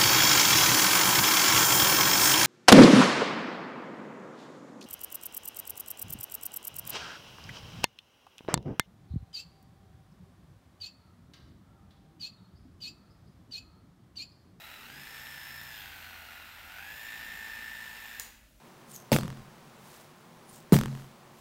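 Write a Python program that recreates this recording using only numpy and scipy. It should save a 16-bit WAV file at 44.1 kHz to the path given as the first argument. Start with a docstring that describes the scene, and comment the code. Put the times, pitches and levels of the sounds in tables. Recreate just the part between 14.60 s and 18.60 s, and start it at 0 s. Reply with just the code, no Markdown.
"""A throbbing whine and a plastic rattle, close by in a quiet room: a battery nail file is running.
A 13-tooth pinion drives a 32-tooth crank wheel; the periodic meshing gives the whine, and the tooth
impacts excite the housing. The motor sags whenever the pad rasps on a nail, with thin squeals and one
scrape, and hands rub on the handle. The switch clicks off, the gears coast and fall silent, and the
room rings out over faint low hums."""
import sys
import numpy as np
from scipy import signal
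from scipy.fft import rfft, irfft
from scipy.io import wavfile

SR = 44100
rng = np.random.default_rng(int(sys.argv[2]) if len(sys.argv) > 2 else 0)


def output_pcm(signal):
    """Save a mono or channel-first signal as 16-bit PCM at the path in sys.argv[1].

    Samples are clipped to [-1, 1] before scaling.
    """
    pcm = np.clip(np.atleast_2d(signal).T, -1, 1) * 32767
    wavfile.write(sys.argv[1], SR, np.round(pcm).astype(np.int16))


N = 176400
T = np.arange(N) / SR

# Tooth-passing frequency, low while the pad presses on the nail: t/s, f/Hz
MESH_RATE = [(0, 1372), (.22, 1314), (.32, 1606), (.44, 1754), (.55, 1775), (.72, 1777), (.79, 1741),
             (.93, 1772), (1.04, 1772), (1.18, 1680), (1.33, 1537), (1.52, 1478), (1.72, 1410),
             (2.04, 1386), (2.17, 1505), (2.27, 1669), (2.39, 1766), (2.56, 1784), (3.1, 1778),
             (3.59, 1765)]
# Uneven tooth pressure around the wheel: swings per turn, depth, lag/rad, offset/cycles
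CRANK_LOAD = [(1, 0.59, 0.23, 0), (2, 0.45, -0.2, 0.31), (4, .12, -0.046, 0.62), (5, 0.21, 0.046, 0.61),
              (6, 0.13, 0.048, .2)]
# Gear whine: t/s, then level/dB of mesh tone, odd overtones, even overtones, half tones
WHINE_LEVELS = [(0, -65, -71, -63, -62), (.23, -58, -64, -62, -77), (.42, -54, -60, -64, -76),
                (.7, -51.5, -59, -69, -68), (.83, -49, -57, -63, -68), (1.05, -50.5, -57.5, -61, -72),
                (1.3, -56.5, -67, -65, -60), (1.72, -55.5, -75, -62, -64), (1.95, -62, -79, -69.5, -79),
                (2.2, -50.5, -70, -62, -52), (2.45, -47, -68, -57, -56), (3.05, -45.5, -64, -61, -56),
                (3.35, -50, -66.5, -62, -67), (3.59, -49.5, -68, -57, -62)]
# Partials of the whine: multiple of the mesh frequency, relative level/dB
ODD_OVERTONES = [(3, 2.5), (5, -7.5), (7, -2.5)]
EVEN_OVERTONES = [(2, -0.5), (4, -2.5), (6, -11.5), (8, 2)]
HALF_TONES = [(.5, -6.5), (1.5, -2)]
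# Narrow passbands of the housing that let the odd overtones out: f/Hz, relative level/dB
HOUSING_PASSBANDS = [(3800, -2), (4600, -10), (5050, 0.5), (5400, -0.5), (5700, -14), (8000, -15),
                     (8750, 0.5), (9500, -14), (11900, -14), (12450, 3), (12900, -12)]
# Running noise: t/s, then relative level/dB of rattle, treble hiss, top hiss
RUNNING_LEVELS = [(0.0, -51, -59.5, -58), (0.19, -54.5, -62, -61), (0.55, -51, -56.5, -58.5),
                  (1.06, -51.5, -58.5, -55.5), (1.12, -53, -58, -61), (1.17, -51, -60, -58),
                  (1.36, -53, -60.5, -57), (1.92, -53, -63, -61), (1.97, -53, -63.5, -60),
                  (2.43, -52, -57.5, -56), (2.48, -51, -58, -59), (3.09, -51, -57.5, -60.5),
                  (3.54, -52.5, -58, -58), (3.57, -53.5, -59, -58)]
# Spectra of the plastic housing and the two bands of sliding hiss: f/Hz, relative level/dB
HOUSING_SPECTRUM = [(100, -10.5), (240, -5), (330, -11.5), (480, -11.5), (650, -10), (830, -0.5),
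                    (1100, -6.5), (1450, -0.5), (1900, 2), (2300, -1.5), (2650, 2), (3050, -3.5),
                    (3800, -5), (4600, -11.5), (5300, -13.5), (6200, -28), (16000, -56)]
TREBLE_HISS_SPECTRUM = [(1000, -40), (4500, -1), (5800, -2.5), (7100, 0.5), (8000, -0.5), (9500, -3),
                        (11200, -4), (13000, -10), (16000, -13)]
TOP_HISS_SPECTRUM = [(3000, -36), (10500, -36), (12000, -6.5), (13200, -1), (14300, -1), (15500, -5),
                     (17000, -11.5)]
# Spectrum of the room air: f/Hz, relative level/dB
AIR_SPECTRUM = [(15, -40), (25, -12), (55, -3), (75, -8.5), (156, -14.5), (193, -18), (297, -15),
                (410, -27.5), (631, -16), (703, -28), (15500, -32.5)]
# Low hums that swell and fade: f/Hz, centre t/s, half-width/s, level/dB
ROOM_HUMS = [(141.5, 0.87, 0.41, -62.5), (141.5, 0.39, 0.071, -60), (81.4, 1.34, 0.73, -62.5),
             (84, 2.18, 0.14, -65), (80, 2.7, 0.65, -70), (49.93, 2.8, 0.4, -69.5), (50, 3.95, 0.34, -64.5),
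             (223.4, 3.168, 0.972, -71)]
# The pad sings thinly on the nail: centre t/s, half-width/s, f/Hz, level/dB
PAD_SQUEALS = [(0.023, 0.18, 3910, -57.5), (1.5, 0.23, 4260, -65.5), (1.791, 0.11, 3930, -68)]
# The hands shift on the handle: centre t/s, half-width/s, level/dB
HAND_RUBS = [(0.31, 0.15, -60.5), (2.802, 0.23, -64.5)]
# Spectrum of skin rubbing: f/Hz, relative level/dB
RUB_SPECTRUM = [(90, -20), (190, -3), (250, 0.5), (330, -11), (410, -6.5), (600, -24), (2000, -52)]
# The pad catches the edge of the nail: centre t/s, half-width/s, level/dB
EDGE_SCRAPES = [(1.183, .07, -50.5)]
# Spectrum of grit on the nail: f/Hz, relative level/dB
SCRAPE_SPECTRUM = [(500, -28), (2000, -6), (3400, 6), (6000, -11), (11500, -11), (13200, -3), (14400, 4),
                   (16000, -12)]
# Touch, snap and bounce of the switch contacts: t/s, relative level/dB
SWITCH_IMPACTS = [(3.596, -38), (3.5977, -23.5), (3.5987, -34.5), (3.5987, -39)]
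# Normal modes of the switch: f/Hz, relative level/dB, T60/s
SWITCH_MODES = [(900, -25, 0.027), (1730, -21, 0.014), (4835, -28, 0.0046), (6970, 4.5, 0.004),
                (7614, -5, .005), (8300, -13, 0.0046), (8800, -17, 0.0044), (12100, -4, 0.006),
                (14200, -6, 0.0047), (15000, -4, 0.0035)]

PINION_TEETH, WHEEL_TEETH, PINION_DEPTH = 13, 32, 0.38
UNLOADED_MESH_HZ, SPEED_WANDER, LOAD_WANDER = 1783, 0.0005, 0.03
TOOTH_JITTER_RAD, LOAD_JITTER_RAD, OVERTONE_JITTER_RAD, HALF_JITTER_RAD = 0.092, 2, 0.24, 1.67
WHINE_FLICKER_DB, LOAD_TILT_DB = 1.65, 12  # the tilt is per multiple at full stall
OFF_S, COAST_TAU_S, WHINE_TAU_S, RATTLE_FADE_DB_PER_S = 3.61, 0.4, 0.013, 86
WHINE_ROOM_DB, RASP_ROOM_DB, CLICK_ROOM_DB = -17, -5, -2.5


def amp(db):
    """Amplitude ratio of a level in decibels."""
    return 10 ** (np.asarray(db) / 20)


def unit(x):
    """Normalisation to rms 1."""
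    return x / np.sqrt(np.mean(x ** 2))


def curve(table, column):
    """Linear interpolation of one table column in time."""
    rows = np.array(table)
    return np.interp(T, rows[:, 0], rows[:, column])


def swell(centre_s, half_width_s):
    """Gaussian envelope, down to 1/e one half-width from its centre."""
    return np.exp(-((T - centre_s) / half_width_s) ** 2)


def noise():
    """Gaussian white noise."""
    return rng.standard_normal(N)


def colour(x, spectrum):
    """Spectral shaping by (f/Hz, level/dB) points; rms 1."""
    hz, db = np.array(spectrum).T
    freq = np.maximum(np.fft.rfftfreq(N, 1 / SR), 1)
    gain = amp(np.interp(np.log(freq), np.log(hz), db))
    return unit(irfft(rfft(x) * gain, N))


def wander(rate_hz):
    """Random fluctuation: noise low-passed at the given rate; rms 1."""
    freq = np.fft.rfftfreq(N, 1 / SR)
    return unit(irfft(rfft(noise()) / (1 + (freq / rate_hz) ** 4), N))


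def gear_drive():
    """Gear kinematics: the mesh rate integrates to teeth passed; rotation varies pressure and lag."""
    mesh_hz = curve(MESH_RATE, column=1)
    load = np.clip(1 - mesh_hz / UNLOADED_MESH_HZ, 0, 1)
    unsteadiness = 1 + (SPEED_WANDER + LOAD_WANDER * load) * wander(15)
    coast = np.exp(-np.maximum(T - OFF_S, 0) / COAST_TAU_S)
    teeth = np.cumsum(mesh_hz * unsteadiness * coast) / SR
    pressure = 1 + PINION_DEPTH * np.cos(2 * np.pi * teeth / PINION_TEETH)
    lag = 0
    for swings, depth, lag_rad, offset in CRANK_LOAD:
        angle = 2 * np.pi * (swings * teeth / WHEEL_TEETH + offset)
        pressure += depth * np.cos(angle)
        lag += lag_rad * np.sin(angle)
    return teeth, load, pressure, lag


def gear_whine(teeth, load, pressure, lag):
    """Amplitude and phase modulation: the mesh throbs with the crank, rougher and duller under load."""
    phase = 2 * np.pi * teeth + (TOOTH_JITTER_RAD + LOAD_JITTER_RAD * load) * wander(160)

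    def partials(table, jitter_rad):
        """Superposition of mesh partials, each with its own phase jitter and flicker."""
        out = 0
        for multiple, db in table:
            chatter = jitter_rad * wander(120)
            tilt_db = LOAD_TILT_DB * load * (multiple - 4)  # pivots on the fourth harmonic
            gain = amp(db + WHINE_FLICKER_DB * wander(30) - tilt_db)
            out += gain * np.sin(multiple * (phase + chatter))
        return unit(pressure * out)

    fundamental = unit(pressure * np.sin(phase) + lag * np.cos(phase))
    fundamental *= amp(WHINE_FLICKER_DB * wander(35))
    odd = colour(partials(ODD_OVERTONES, OVERTONE_JITTER_RAD), HOUSING_PASSBANDS)
    even = partials(EVEN_OVERTONES, OVERTONE_JITTER_RAD)
    halves = partials(HALF_TONES, HALF_JITTER_RAD)
    layers = enumerate([fundamental, odd, even, halves], start=1)
    return sum(layer * amp(curve(WHINE_LEVELS, column)) for column, layer in layers)


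def gear_rattle(teeth, pressure, wear_db=2.5, scatter_db=2.5, rattle_throb=0.16, hiss_throb=0.14):
    """Impact excitation and friction: each tooth knocks the housing; flanks and pad hiss as they slide."""
    impacts = np.flatnonzero(np.diff(np.floor(teeth)))
    tooth = np.arange(len(impacts))
    wheel_wear = rng.standard_normal(WHEEL_TEETH)[tooth % WHEEL_TEETH]
    pinion_wear = rng.standard_normal(PINION_TEETH)[tooth % PINION_TEETH]
    force = amp(wear_db * unit(wheel_wear + pinion_wear) + scatter_db * noise()[tooth])
    knocks = np.zeros(N)
    knocks[impacts] = force - force.mean()
    shake = (unit(knocks) + noise()) * (1 + rattle_throb * (pressure - 1))
    slide = (unit(knocks) * amp(-11) + noise()) * (1 + hiss_throb * (pressure - 1))
    rattle = colour(shake, HOUSING_SPECTRUM) * amp(curve(RUNNING_LEVELS, column=1) + 0.5)
    treble_hiss = colour(slide, TREBLE_HISS_SPECTRUM) * amp(curve(RUNNING_LEVELS, column=2) - 2)
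    top_hiss = colour(slide, TOP_HISS_SPECTRUM) * amp(curve(RUNNING_LEVELS, column=3) - 2.5)
    return rattle + treble_hiss + top_hiss


def room_background(air_db=-63):
    """Ambient noise: broadband room air, and low hums that waver in amplitude and phase."""
    out = amp(air_db) * colour(noise(), AIR_SPECTRUM)
    for hz, centre_s, half_width_s, db in ROOM_HUMS:
        envelope = amp(db + 1.6 * wander(3.6)) * swell(centre_s, half_width_s)
        out += envelope * unit(np.sin(2 * np.pi * hz * T + 0.26 * wander(6.2)))
    return out


def room_echo(x, low_t60_s=0.7, high_t60_s=0.35, crossover_hz=4000, first_echo_s=0.006):
    """Reverberation: the diffuse field of a small room decays exponentially, the treble sooner."""
    tail = np.zeros(N)
    for side, t60 in [("low", low_t60_s), ("high", high_t60_s)]:
        band = signal.sosfilt(signal.butter(2, crossover_hz, side, fs=SR, output="sos"), noise())
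        tail += band * amp(-60 * T / t60) * (T > first_echo_s)
    return signal.fftconvolve(x, tail / np.sqrt(np.sum(tail ** 2)))[:N]


def pad_squeal(stroke, half_band_hz=64):
    """Friction-driven resonance: a narrow band sings on the nail, pulsing with the strokes."""
    out = np.zeros(N)
    for centre_s, half_width_s, hz, db in PAD_SQUEALS:
        phasor = wander(half_band_hz) + 1j * wander(half_band_hz)
        ring = np.real(phasor * np.exp(2j * np.pi * hz * T))
        out += amp(db) * swell(centre_s, half_width_s) * unit(ring * (1 + stroke))
    return out


def hand_rub():
    """Sliding friction: skin on the handle gives soft swells of low noise."""
    envelope = sum(amp(db) * swell(centre_s, half_width_s) for centre_s, half_width_s, db in HAND_RUBS)
    return colour(noise(), RUB_SPECTRUM) * envelope


def edge_scrape(stroke, grain_db=4):
    """Abrasion: grit catches the edge of the nail and gives grainy noise, pulsing with the strokes."""
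    grit = noise() * amp(grain_db * wander(1500)) * stroke
    envelope = sum(amp(db) * swell(centre_s, half_width_s) for centre_s, half_width_s, db in EDGE_SCRAPES)
    return colour(grit, SCRAPE_SPECTRUM) * envelope


def switch_click(ring_db=-5, crack_db=-6, crack_tau_s=0.0016):
    """Damped free vibration: each contact gives a short crack and rings the modes of the plastic."""
    out = np.zeros(N)
    for start_s, impact_db in SWITCH_IMPACTS:
        age = np.maximum(T - start_s, 0)
        ring = sum(amp(db - 60 * age / t60) * np.sin(2 * np.pi * hz * age) for hz, db, t60 in SWITCH_MODES)
        crack = noise() * np.exp(-age / crack_tau_s)
        out += amp(impact_db) * (amp(ring_db) * ring + amp(crack_db) * crack) * (T >= start_s)
    return out


def scene():
    """Superposition of direct sound, reverberation and background, the same in both ears."""
    teeth, load, pressure, lag = gear_drive()
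    since_off = np.maximum(T - OFF_S, 0)
    stroke = np.sin(2 * np.pi * teeth / WHEEL_TEETH) ** 2  # two pad strokes per turn of the crank
    whine = gear_whine(teeth, load, pressure, lag) * np.exp(-since_off / WHINE_TAU_S)
    rattle = gear_rattle(teeth, pressure) * amp(-RATTLE_FADE_DB_PER_S * since_off)
    rasp = rattle + edge_scrape(stroke) + pad_squeal(stroke)
    click = switch_click()
    echo = room_echo(amp(WHINE_ROOM_DB) * whine + amp(RASP_ROOM_DB) * rasp + amp(CLICK_ROOM_DB) * click)
    mono = whine + rasp + click + echo + hand_rub() + room_background()
    return np.array([mono, mono])


def record(dry, cutoff_hz=15680):
    """Band limiting: a steep elliptic low-pass removes the highest treble."""
    return signal.sosfilt(signal.ellip(10, 0.1, 80, cutoff_hz, fs=SR, output="sos"), dry)


dry = scene()
out = record(dry)
output_pcm(out)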